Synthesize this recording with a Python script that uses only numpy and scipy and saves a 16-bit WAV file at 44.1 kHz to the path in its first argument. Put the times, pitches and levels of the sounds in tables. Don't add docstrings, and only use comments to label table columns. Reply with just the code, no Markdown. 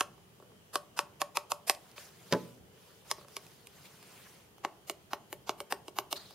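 import sys
import numpy as np
from scipy import signal
from scipy.fft import rfft, irfft, next_fast_len
from scipy.io import wavfile
from scipy.ndimage import uniform_filter1d

SR = 44100
rng = np.random.default_rng(int(sys.argv[2]) if len(sys.argv) > 2 else 0)


def linear_from_db(decibels):
    return 10 ** (np.asarray(decibels, float) / 20)


def dump(signal):
    limited = np.clip(np.atleast_2d(signal).T, -1, 1)
    pcm = np.round(limited * 32767).astype(np.int16)
    wavfile.write(sys.argv[1], SR, pcm)


N = 279770

# start in seconds, peak of the 0.7-2 kHz shell ring in dB,
# edge (2-6 kHz) in dB re ring, fizz (above 6 kHz) in dB re ring.
NEAR_SNAPS = [
    (0.007, -24, -1.5, -4),
    (0.755, -24.5, -4.5, -3),
    (0.99, -23.5, -1, -4.5),
    (1.216, -25.5, -3.5, -3.5),
    (1.37, -24.5, -2, -4),
    (1.518, -25, -5, -2.5),
    (1.696, -23.5, 3, 3.5),
    (1.979, -49.5, 5.5, -35),
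]
MUTED_SNAPS = [
    (3.113, -30, 4.2, 1.5),
    (3.366, -40, 4.6, 2.6),
]
FAR_SNAPS = [
    (4.648, -25, -10, -19.5),
    (4.897, -34.5, 2.5, 2),
    (5.132, -26, -9, -14),
    (5.327, -38, -3.5, 0),
    (5.493, -25.5, -4.5, -12),
    (5.603, -36, -3, -2),
    (5.723, -25, -6, -5.5),
    (5.881, -44.5, 0.5, -1),
    (5.986, -24.5, -6, -5.5),
    (6.127, -31, 2.5, -0.5),
]
KNOCKS = [
    (2.324, -29.5, 3.5, -6.5),
    (2.334, -34.5, -1.5, -9),
    (2.347, -41.5, -10, -12),
]
# start in seconds, ring in dB,
# brightness of edge and fizz in dB re ring.
NEAR_TOUCHES = [
    (0.399, -55.5, -11),
    (1.748, -53.5, 5),
    (1.914, -91.5, 32.5),
    (3.182, -52.5, -14),
    (3.211, -55, -7),
    (3.246, -55.5, -13),
    (3.283, -57.5, -0.5),
    (3.465, -64, 8.5),
    (3.67, -61.5, 12.5),
]
FAR_TOUCHES = [
    (0.179, -57, -13),
    (0.424, -55, -14),
    (0.518, -63, -17.5),
    (4.027, -56, -0.5),
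    (4.581, -56, -6.5),
    (5.907, -64, -15),
    (6.307, -53, -6),
]

# frequency in Hz, level in dB, t60 in seconds.
NEAR_SHELL = [(400, -4, .03), (760, -8, .05), (958, -4, .03), (1110, 2, .03), (1260, -5, .02),
              (1550, -12, .012), (2560, -1, .011), (5100, -2, .01), (8400, 0, .006), (14000, 0, .003),
              (583, -2, .135)]
MUTED_SHELL = [(389, -9, 0.058), (645, -5.5, 0.036), (950, 0.5, 0.014), (1096, 1, 0.031), (1200, -15, 0.035),
               (2640, 2, 0.014), (4960, 4, 0.017), (5320, -1, 0.016), (8500, 0, 0.0034), (14000, 10, .003)]
FAR_SHELL = [(373.3, 11.5, 0.12), (411.3, 12.5, 0.12), (583.5, 15.5, 0.084), (740, 14, 0.0038),
             (886, 6, 0.0095), (1092, -1, 0.031), (1820, -5, 0.011), (2284, 2.5, 0.021), (2876, 5.5, 0.012),
             (8920, -1.5, 0.0032), (12170, 0, 0.0043), (14400, 4, .003)]
KNOCK_SHELL = [(119.7, -7.5, 0.26), (183.3, -3, 0.38), (267, -0.5, 0.11), (333, -11, 0.12),
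               (417.5, 8.5, 0.11), (474, -6, 0.33), (567, 13, 0.052), (863, 11.5, 0.16), (986, 13.5, 0.084),
               (1280, -9, 0.26), (2320, -8, 0.058), (3930, -10, 0.027), (5600, 7, 0.014),
               (10570, -15, 0.028)]
# low edge in Hz, high edge in Hz, level in dB re clear modes, t60 in seconds.
SNAP_CROWD = [(298, 636, -3.5, 0.0155), (744, 1520, -6, 0.017), (1650, 6200, 3.5, 0.02),
              (6250, 13400, 19.5, 0.0056)]
PAD_CROWD = [(241, 865, -2.5, 0.063), (643, 2020, -12.5, 0.017), (2120, 6630, 2, 0.017),
             (6600, 13000, -7, 0.0029)]
KNOCK_CROWD = [(109, 620, -6.5, 0.2), (910, 1960, -0.5, 0.071), (2220, 6300, 11, 0.025),
               (6500, 20500, 4, 0.02)]

# frequency in Hz, level in dB, t60 in seconds.
BOOM = [(122.7, -41.5, 0.56), (169, -47, .55), (185.6, -44.5, 0.69), (247, -55, 0.27)]
# frequency in Hz, t60 in seconds.
ROOM = [(150, 0.88), (600, 0.56), (1500, 0.29), (4000, 0.22), (12000, 0.21)]
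# frequency in Hz, phase in radians.
PORTS = [(100, -.05), (1500, -.12), (3200, -.3), (5000, -1.), (8000, -1.6), (12000, -1.9), (16000, -2.1)]
# frequency in Hz, level in dB re the hit's energy.
SMEAR = [(150, -37), (500, -11), (1100, -15.5), (2500, -13), (6000, -10.5), (12000, -12), (16000, -11)]

# start in seconds, length in seconds,
# top level in dB, squeak in Hz, squeak in dB re level.
DRAGS = [
    (1.734, 0.27, -65, 3300, -4),
    (2.108, 0.37, -60, 3700, -4),
    (2.707, 0.39, -64.5, 3830, -3),
    (3.039, 0.12, -56.5, 3860, -5),
    (3.145, .12, -61.5, 4240, 0),
    (3.254, 0.21, -62, 5170, -0.5),
    (3.67, 0.38, -60.5, 3200, -5),
    (3.84, 0.04, -60, 2850, 16),
    (3.892, 0.61, -58.5, 2550, -0.5),
    (6.155, 0.03, -48, 4160, 10),
]
SLIPS = [
    (1.961, 0.22, -53.5, 5600, -2.5),
    (2.34, .3, -58, 3320, -6.5),
    (3.41, 0.44, -62.5, 4300, -3),
    (6.17, 0.31, -60, 4160, 7),
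]
# frequency in Hz, level in dB per Hz.
RUB = [(150, -11.5), (500, 0), (1200, 1.5), (2600, -2.5), (4500, -2.5), (8000, -4.5), (12000, -5),
       (16000, -6)]
HUSH = [(25, -19), (85, -12), (130, -7), (250, -16), (700, -20), (1200, -24), (4000, -30), (16500, -33.5)]
# frequency in Hz, likeness from -1 to 1.
RUB_SAME = [(60, 0.33), (180, 1), (550, 1), (1650, 0.84), (4970, 0.38), (15000, -0.25)]
HUSH_SAME = [(60, 0.49), (180, 0.94), (550, 0.37), (1650, -0.096), (4970, 0.0094), (15000, -0.17)]
# frequency in Hz, width in octaves, height in dB.
HUMS = [(187.4, 0.091, 6), (426, 0.26, 7), (3060, 0.15, 6)]

FIRM_DB = -24
NEAR_HOLLOW_DB, MUTED_HOLLOW_DB, FAR_HOLLOW_DB, KNOCK_HOLLOW_DB, TOUCH_HOLLOW_DB = -12.5, -12.5, -10, 3.3, -15.5
NEAR_SOFT, MUTED_SOFT, FAR_SOFT, KNOCK_SOFT = 0.46, 0.6, 0.64, 0.61
HOLLOW_PER_BRIGHT_DB = -1.2
NEAR_SMEAR_DB, MUTED_SMEAR_DB, FAR_SMEAR_DB, KNOCK_SMEAR_DB, TOUCH_SMEAR_DB = 4.5, 4.5, 5.5, -0.5, 4.5
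BLOCK_S, BLOCK_START_S = 1024 / 48000, 0.0011
BLOCK_ROUND, BLOCK_PICK = 2, 1.47
DRAG_TOP, SLIP_TOP, ROUND = 0.47, 0.11, 0.96
BOOM_RISE_S = 0.03
HUSH_DB = -60


def evened(x):
    return x / np.sqrt(np.mean(x ** 2) + 1e-20)


def read(points, hz):
    f, value = np.transpose(points)
    return np.interp(np.log(hz + 1), np.log(f + 1), value)


def add(mix, s, sound):
    part = mix[:, round(s * SR):][:, :sound.shape[1]]
    part += sound[:, :part.shape[1]]


def level_out(x, shape):
    for _ in range(3):
        z = rfft(x * shape)
        x = irfft(z / (abs(z) + 1e-9), len(shape))
    return x * shape


def presses(snaps, touches, hollow_db, soft, smear_db):
    rows = [(s, db, hollow_db + soft * (FIRM_DB - db), edge, fizz, smear_db) for s, db, edge, fizz in snaps]
    for s, db, bright in touches:
        hollow = TOUCH_HOLLOW_DB + HOLLOW_PER_BRIGHT_DB * bright
        rows.append((s, db, hollow, bright, bright, TOUCH_SMEAR_DB))
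    return sorted(rows)


def snap(row, shell, crowd, rattle_s, size):
    s, ring_db, hollow_db, edge_db, fizz_db = row[:5]
    t = np.arange(size) / SR
    u = t[:500] / rattle_s
    taps = rng.standard_normal((2, 500)) * (rng.random(500) < 0.2)
    shared, differing = level_out(taps, np.minimum(u * 8, 1) * np.exp(-u ** 2))

    hz, db, t60 = np.transpose(shell)[:, :, None]
    shifted = hz * (1 + 0.0078 * rng.standard_normal(hz.shape))
    modes = linear_from_db(db - 60 * t / t60) * np.sin(2 * np.pi * shifted * t)
    group = np.digitize(hz[:, 0], [700, 1950, 6000])
    levels = [ring_db + hollow_db, ring_db, ring_db + edge_db, ring_db + fizz_db]
    port_gaps = [0.07, 0.12, 0.2, 0.3]
    hiss, out = rng.standard_normal(size), np.zeros((2, size))
    for k, level_db in enumerate(levels):
        low_hz, high_hz, crowd_db, crowd_t60 = crowd[k]
        band = signal.butter(2, [low_hz, high_hz], "bandpass", fs=SR, output="sos")
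        clear = modes[group == k].sum(0)
        dense = signal.sosfilt(band, level_out(hiss, linear_from_db(-30 * t / crowd_t60)))
        body = signal.sosfilt(band, evened(clear) + linear_from_db(crowd_db) * evened(dense))
        drive = shared + port_gaps[k] * np.outer([1, -1], differing)
        part = signal.fftconvolve(drive, body[None], axes=1)[:, :size]
        peak = np.sqrt(uniform_filter1d(part.mean(0) ** 2, size=128).max())
        out += linear_from_db(level_db) * part / peak
    return s, out


def smear(s, hit):
    t = np.arange(-1900, 1900) / SR
    into = (s + 0.002 - BLOCK_START_S) % BLOCK_S + np.array([[0], [BLOCK_S]])

    def block(u):
        return abs(np.sin(np.pi * np.clip(u / (2 * BLOCK_S), 0, 1)))

    both = block(into) ** BLOCK_PICK * block(into + t) ** BLOCK_ROUND
    shape = np.sqrt((both ** 2).sum(0))
    grain = rng.standard_normal((2, len(t)))
    side = signal.lfilter([0.5, -0.5], 1, grain[1])
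    grain = (grain[0] + 1.76 * np.outer([1, -1], side)) * shape
    broad = np.sqrt(uniform_filter1d(abs(rfft(hit[:, :1500], len(t))) ** 2, size=16))
    colour = broad * linear_from_db(read(SMEAR, np.fft.rfftfreq(len(t), 1 / SR)))
    spread = irfft(rfft(grain / np.linalg.norm(grain[0])) * colour)
    skip = max(round((-t[0] - s) * SR), 0)
    return s + t[0] + skip / SR, spread[:, skip:]


def ports(x):
    size = next_fast_len(N)
    turn = np.exp(0.5j * np.outer([1, -1], read(PORTS, np.fft.rfftfreq(size, 1 / SR))))
    return irfft(rfft(x, size) * turn, size)[:, :N]


def room(x):
    taps = np.zeros((2, SR // 2))
    at = np.arange(200, SR // 2 - 20, 20)
    at = at + rng.integers(0, 20, (2, len(at)))
    np.put_along_axis(taps, at, rng.choice([-1., 1.], at.shape), 1)
    taps = taps + 2.2 * taps.mean(0)
    hz, t, z = signal.stft(taps, SR, nperseg=256)
    decay = linear_from_db(-60 * t / read(ROOM, hz)[:, None])
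    tail = signal.istft(z * decay, SR, nperseg=256)[1]
    return signal.fftconvolve(x.mean(0)[None], tail / np.linalg.norm(tail[0]), axes=1)[:, :N]


def boom():
    t = np.maximum(np.arange(N) / SR - KNOCKS[0][0], 0)
    ringing = sum(linear_from_db(db - 60 * t / t60) * np.sin(2 * np.pi * hz * t) for hz, db, t60 in BOOM)
    return (1 - np.exp(-t / BOOM_RISE_S)) * ringing


def strokes(t):
    arches = []
    for rows, top in [(DRAGS, DRAG_TOP), (SLIPS, SLIP_TOP)]:
        for s, length, top_db in np.array(rows)[:, :3]:
            u = np.clip((t - s) / length, 0, 1) ** (np.log(0.5) / np.log(top))
            arches.append(linear_from_db(top_db) * abs(np.sin(np.pi * u)) ** ROUND)
    return np.array(arches)


def skin_db(t, hz):
    share = strokes(t[:, 0]).T ** 2
    share = share / (share.sum(1)[:, None] + 1e-12)
    squeak_hz, squeak_db = np.array(DRAGS + SLIPS).T[3:, :, None]
    bands = (squeak_db + 5.5) * np.exp(-(np.log2((hz + 1) / squeak_hz) / 0.36) ** 2)
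    return read(RUB, hz) + share @ bands


def noise(size, colour_db, same, patchy_db):
    hz = np.fft.rfftfreq(size, 1 / SR)
    s = np.arange(4 * N // size + 5)[:, None] * size / 4 / SR
    a, b, c, d, patches = np.moveaxis(rng.standard_normal((len(s), len(hz), 5)), 2, 0)
    patches = evened(uniform_filter1d(uniform_filter1d(patches, size=8, axis=0), size=10, axis=1))
    same = np.clip(read(same, hz), -1, 1)
    left = a + 1j * b
    right = same * left + np.sqrt(1 - same ** 2) * (c + 1j * d)
    z = np.array([left, right]) * linear_from_db(colour_db(s, hz) + patchy_db * patches)
    return evened(signal.istft(z.transpose(0, 2, 1), nperseg=size, noverlap=3 * size // 4)[1][:, :N])


def rustle():
    level = linear_from_db(2.5) * np.sqrt((strokes(np.arange(N) / SR) ** 2).sum(0))
    return level * noise(size=512, colour_db=skin_db, same=RUB_SAME, patchy_db=2.5)


def hush_db(s, hz):
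    return read(HUSH, hz) + sum(db * np.exp(-(np.log2((hz + 1) / f) / w) ** 2) for f, w, db in HUMS)


def hush():
    return linear_from_db(HUSH_DB) * noise(size=2048, colour_db=hush_db, same=HUSH_SAME, patchy_db=1.4)


def scene():
    near = presses(NEAR_SNAPS, NEAR_TOUCHES, NEAR_HOLLOW_DB, NEAR_SOFT, NEAR_SMEAR_DB)
    muted = presses(MUTED_SNAPS, [], MUTED_HOLLOW_DB, MUTED_SOFT, MUTED_SMEAR_DB)
    far = presses(FAR_SNAPS, FAR_TOUCHES, FAR_HOLLOW_DB, FAR_SOFT, FAR_SMEAR_DB)
    knock = presses(KNOCKS, [], KNOCK_HOLLOW_DB, KNOCK_SOFT, KNOCK_SMEAR_DB)
    hits, smears = np.zeros((2, 2, N))
    for rows, shell, crowd, rattle_s, size in [(near, NEAR_SHELL, SNAP_CROWD, 0.003, SR // 7),
                                               (muted, MUTED_SHELL, SNAP_CROWD, 0.0025, SR // 7),
                                               (far, FAR_SHELL, PAD_CROWD, 0.0026, SR // 7),
                                               (knock, KNOCK_SHELL, KNOCK_CROWD, 0.003, SR // 3)]:
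        for row in rows:
            s, hit = snap(row, shell, crowd, rattle_s, size)
            add(hits, s, hit)
            add(smears, *smear(s, linear_from_db(row[-1]) * hit))
    direct = linear_from_db([[-0.5], [0.5]]) * ports(hits + smears)
    return direct + linear_from_db(-17.5) * room(hits) + boom() + rustle() + hush()


def top_cut(x):
    return signal.sosfilt(signal.butter(12, 16810, fs=SR, output="sos"), x)


def record(dry):
    bass_cut = signal.butter(2, 60, "highpass", fs=SR, output="sos")
    band_limit = signal.firwin(255, 15800, window=("kaiser", 7), fs=SR)
    heard = signal.oaconvolve(signal.sosfilt(bass_cut, dry), band_limit[None], "same")
    mix = signal.lfilter(*signal.iirnotch(7900, 40, SR), heard)
    return top_cut(mix)


dry = scene()
out = record(dry)
dump(out)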